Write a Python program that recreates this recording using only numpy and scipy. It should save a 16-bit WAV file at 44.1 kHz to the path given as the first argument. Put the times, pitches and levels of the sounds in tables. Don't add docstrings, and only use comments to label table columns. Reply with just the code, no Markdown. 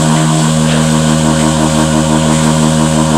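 import sys
import numpy as np
from scipy import signal
from scipy.fft import rfft, irfft, next_fast_len
from scipy.io import wavfile
from scipy.ndimage import uniform_filter1d, map_coordinates

SR = 44100
rng = np.random.default_rng(int(sys.argv[2]) if len(sys.argv) > 2 else 0)


def put_to_file(sound):
    columns = np.atleast_2d(sound).T
    safe = np.clip(columns, -1, 1)
    whole_steps = np.round(safe * 32767)
    wavfile.write(sys.argv[1], SR, whole_steps.astype(np.int16))


def undo_db(level):
    steps = np.asarray(level, float) / 20
    return 10 ** steps


N = 139797

# t/s, vane rate f/Hz
VANE_RATE = [(0, 78.3), (.3, 78.85), (.5, 78.5), (.9, 78.26), (1.3, 78.17), (1.6, 77.82), (2.1, 77.95),
             (2.55, 78.45), (2.85, 78.3), (3.17, 78.05)]
# t/s, place in the pit echo (-1..1), beat depth level/dB
STANCE = [(0, -.2, 1), (.12, -.5, 1), (.24, -1, 0), (.42, -.95, -2), (.55, .15, -8), (.85, .22, -5),
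          (1.1, .35, -2), (1.35, .8, 0), (1.6, 1, 0), (1.85, .9, 0), (2.1, .9, 0), (2.35, .5, 0),
          (2.6, .2, 1), (2.85, .6, 0), (3.17, .7, 1)]
# order, level/dB, line one beat below level/dB, line one beat above level/dB
ORDERS = [(1, -23.5, -72, -53), (2, -12, -57, -39.5), (3, -14.5, -21.5, -30), (4, -20.5, -26.5, -25),
          (5, -32, -30.5, -49), (6, -31.5, -39, -42), (7, -22.5, -37.5, -46), (8, -29, -31, -28.5),
          (9, -29.5, -30, -48), (10, -41.5, -66, -39), (11, -40, -37.5, -48), (12, -37, -30, -31),
          (13, -33.5, -31.5, -34), (14, -32, -53, -36.5), (15, -54, -39.5, -43.5), (16, -41, -67, -44),
          (17, -48, -51, -65), (18, -63, -39, -47), (19, -45, -45, -48.5), (20, -47.5, -46.5, -45)]
ECHO_TURN = [(.5, -1), (.45, .45), (.95, -.2), (1.4, -1.55), (1.1, -1.3), (1.2, -.3), (.75, 2.55),
             (1.3, -1.9), (1.2, -1.8)]
# t/s, lag/rad
BEAT_LAG = [(0, .7), (.6, .55), (.85, -.1), (1.1, -.5), (1.35, -.4), (1.85, 0), (2.6, 0), (2.85, .2),
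            (3.17, -.1)]
RATTLE_ORDERS = [2.5, 3.5, 4.5, 5.5, 6.5, 8.5, 14.58, 14.82, 18.18, 18.84, 20.47, 32.44, 40.06, 43.6]
RATTLE_LEVELS = [-39, -34, -67, -45.5, -43, -33.5, -34, -37, -41, -36, -40.5, -51.5, -40.5, -43]
# f/Hz, level per Hz/dB
RUMBLE = [(10, -6), (24, -10), (50, -5), (75, -10)]
# f/Hz, level per Hz/dB
ROAR = [(12, -24), (50, -15), (110, -3.5), (280, 0), (420, -2.5), (700, 0.5), (1000, 0.5), (1300, -11),
        (1900, -8), (2600, -44)]
# f/Hz, width/Hz, level/dB
CASING_MODES = [(1490, 470, 8.5), (1010, 750, 0)]
# f/Hz, level per Hz/dB
HISS = [(1200, -25), (2100, -8), (3150, 0), (4000, -4), (5500, -9), (7800, 1.5), (8900, -3), (10000, -15),
        (12000, -21.5), (17000, -37)]
# f/Hz, width/Hz, level/dB
HOSE_MODES = [(2460, 150, 3), (2654, 130, -5), (2940, 140, 4), (3410, 85, 2.5), (5080, 250, 2.5),
              (9370, 300, -6)]
# t/s, level/dB, length/s
PUFFS = [(0, -20.5, 0.075), (.14, -24, 0.041), (0.378, -24.5, 0.18), (0.81, -24.5, 0.089), (0.9, -27, .05),
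         (1.387, -23, 0.079), (1.697, -23, .04), (1.77, -22, .06), (2.313, -21, .06), (2.426, -21, 0.065),
         (2.6, -24.5, 0.12)]
# delay t/s, level/dB
WALLS = [(.0019, -21), (.0039, -19), (.0088, -19), (.017, -19)]
# t/s, level/dB, length/s, centre f/Hz
SLURPS = [
    (0.158, -23, 0.057, 1860),
    (0.229, -30, 0.039, 1500),
    (0.376, -21, .03, 4600),
    (0.682, -13.5, 0.091, 581),
    (0.679, -18.5, 0.096, 3130),
    (.785, -21, .06, 490),
    (.69, -22.5, .14, 1550),
    (1.388, -25, 0.057, 2100),
    (2.294, -31, 0.047, 900),
    (2.315, -23.5, .12, 1970),
]

CYCLE_HZ, BEAT_TOP_S = 5.9, .0994
UPPER_LAG, LAG_FALL = 2.7, 2.8
PULSE_TILT, SMEAR = -.5, .04
WANDER, WANDER_RATE, CORE_WANDER = .024, 8, .4
FIRING_DB, FIRING_HZ, RUMBLE_DB = -40, 35.5, -50
ROAR_DB, HISS_DB = -24, -22
RISE_S, JET_PATCHY_DB = .008, 1.2
WHINE_FIRST, WHINE_COUNT, WHINE_DB = 116, 9, -47
BUBBLE_CYCLES, BUBBLE_SPREAD, BUBBLE_RISE, BUBBLE_DB = 8, .22, .25, -6
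TOP_HZ = 15755


def unit(x):
    return x / np.sqrt(np.mean(x ** 2) + 1e-20)


def curves(rows):
    s, *cols = np.transpose(rows)
    return [np.interp(np.arange(N) / SR, s, c) for c in cols]


def wobble(rate):
    knots = rng.standard_normal(int(N * 40 / SR) + 4)
    return map_coordinates(knots, [np.arange(N) * rate / SR], order=3)


def unsteady(rate):
    return wobble(rate) + 1j * wobble(rate)


def filtered(x, response):
    m = next_fast_len(N + 8192)
    return irfft(rfft(x, m) * response(np.fft.rfftfreq(m, 1 / SR)), m)[..., :N]


def colour(points):
    f, v = np.transpose(points)
    return lambda hz: undo_db(np.interp(np.log(hz + 1), np.log(f + 1), v, -120, -120))


def resonant(points, modes):
    def response(hz):
        bells = sum(db / (1 + (2 * (hz - c) / w) ** 2) for c, w, db in modes)
        return colour(points)(hz) * undo_db(bells)
    return response


def rush(response, patchy_db):
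    z = signal.stft(rng.standard_normal(N), nperseg=512)[2]
    field = uniform_filter1d(rng.standard_normal(z.shape), size=8, axis=0)
    field = uniform_filter1d(field, size=8, axis=1)
    noise = signal.istft(z * undo_db(patchy_db * unit(field)), nperseg=512)[1][:N]
    return unit(filtered(noise, response))


def swell(start, length):
    t = np.clip(np.arange(N) / SR - start, 0, None)
    return (1 - np.exp(-t / RISE_S)) * np.exp(-t / length)


def shafts():
    vane = 2 * np.pi * np.cumsum(curves(VANE_RATE)[0]) / SR
    cycle = 2 * np.pi * CYCLE_HZ * (np.arange(N) / SR - BEAT_TOP_S) - curves(BEAT_LAG)[0]
    return vane, cycle


def pump():
    vane, cycle = shafts()
    place, depth_db = curves(STANCE)
    out = np.zeros(N)
    for i, (_, level_db, low_db, high_db) in enumerate(ORDERS):
        k = i + 1
        echo, high_fade, extra_lag, smear = 1, 1, 1, 10 * SMEAR
        if i < len(ECHO_TURN):
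            turn, rest = ECHO_TURN[i]
            echo = np.cos(turn * place + rest)
            high_fade, extra_lag, smear = (1 + place) / 2, 0, SMEAR
        lag = UPPER_LAG * min(1, 3 / k) ** LAG_FALL + extra_lag
        wander = WANDER * k
        core = undo_db(level_db) * echo * (1 + CORE_WANDER * wander * unsteady(WANDER_RATE))
        low = undo_db(low_db) * (1 + wander * unsteady(WANDER_RATE)) * np.exp(-1j * cycle)
        high = undo_db(high_db) * high_fade * (1 + wander * unsteady(WANDER_RATE)) * np.exp(1j * (cycle - lag))
        lines = (core + undo_db(depth_db) * (low + high)) / np.sqrt(1 + wander ** 2)
        phase = k * vane + PULSE_TILT + smear * k * rng.normal()
        out -= np.sqrt(2) * np.real(lines * np.exp(1j * phase))
    for k, level_db in zip(RATTLE_ORDERS, RATTLE_LEVELS):
        out += undo_db(level_db) * np.real(unsteady(12) * np.exp(1j * k * vane))
    return out


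def engine():
    thump = np.sqrt(2) * undo_db(FIRING_DB) * np.sin(2 * np.pi * FIRING_HZ * np.arange(N) / SR)
    shake = unit(filtered(rng.standard_normal(N), colour(RUMBLE)))
    return thump + undo_db(RUMBLE_DB) * shake


def air():
    vane, cycle = shafts()
    roar = rush(resonant(ROAR, CASING_MODES), patchy_db=-2.0)
    roar *= (1 + 0.15 * np.cos(vane)) * undo_db(0.4 * np.cos(cycle))
    hiss = rush(resonant(HISS, HOSE_MODES), patchy_db=0.68)
    hiss *= (1 + 0.072 * np.cos(vane)) * undo_db(0.28 * wobble(19) + 0.27 * wobble(4.18))
    puffs = sum(undo_db(db) * swell(s, length) for s, db, length in PUFFS)
    jet_colour = colour([(3000, -1), (6500, -8), (7900, 4), (9000, -7.5), (10500, -14), (17000, -35)])
    jet = rush(jet_colour, JET_PATCHY_DB)
    walls = lambda hz: 1 + sum(undo_db(db) * np.exp(-2j * np.pi * hz * s) for s, db in WALLS)
    return filtered(undo_db(ROAR_DB) * roar + undo_db(HISS_DB) * hiss + puffs * jet, walls)


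def whine():
    vane = shafts()[0]
    orders = range(WHINE_FIRST, WHINE_FIRST + WHINE_COUNT)
    return undo_db(WHINE_DB) * sum(np.real(unsteady(25) * np.exp(1j * k * vane)) for k in orders)


def slurps(count=80):
    out, t = np.zeros(N), np.arange(SR // 20) / SR
    for s, db, length, hz in SLURPS:
        mouth = lambda f: (1j * f * .6 * hz / (hz * hz - f * f + 1j * f * 0.41 * hz)) ** 2
        gush = unit(filtered(rng.standard_normal(N), mouth))
        when = rng.random(count)
        pitch = hz * np.exp(BUBBLE_SPREAD * rng.standard_normal(count))[:, None]
        size = rng.exponential(size=count)[:, None]
        life = t * pitch / BUBBLE_CYCLES
        ring = np.sin(2 * np.pi * pitch * t * (1 + BUBBLE_RISE * life / 2))
        pops = undo_db(2 * size) * life * np.exp(1 - 2 * life) * ring
        at = ((s + 2 * length * when) * SR).astype(int)[:, None] + np.arange(len(t))
        bubbles = np.bincount(at.ravel(), pops.ravel(), N + SR)[:N]
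        bubbles /= np.sqrt(np.sum(bubbles ** 2) / (2 * length * SR))
        out += undo_db(db - 0.5) * swell(s, length) * (gush + undo_db(BUBBLE_DB) * bubbles)
    return out


def scene():
    return (pump() + engine() + air() + whine() + slurps())[None]


def low_pass(x):
    return signal.sosfilt(signal.butter(12, 15960, fs=SR, output="sos"), x)


def record(dry):
    x = dry / (1 + np.abs(dry / 1.06) ** 6) ** (1 / 6)
    mix = filtered(x, lambda hz: hz < TOP_HZ)
    return low_pass(mix)


dry = scene()
out = record(dry)
put_to_file(out)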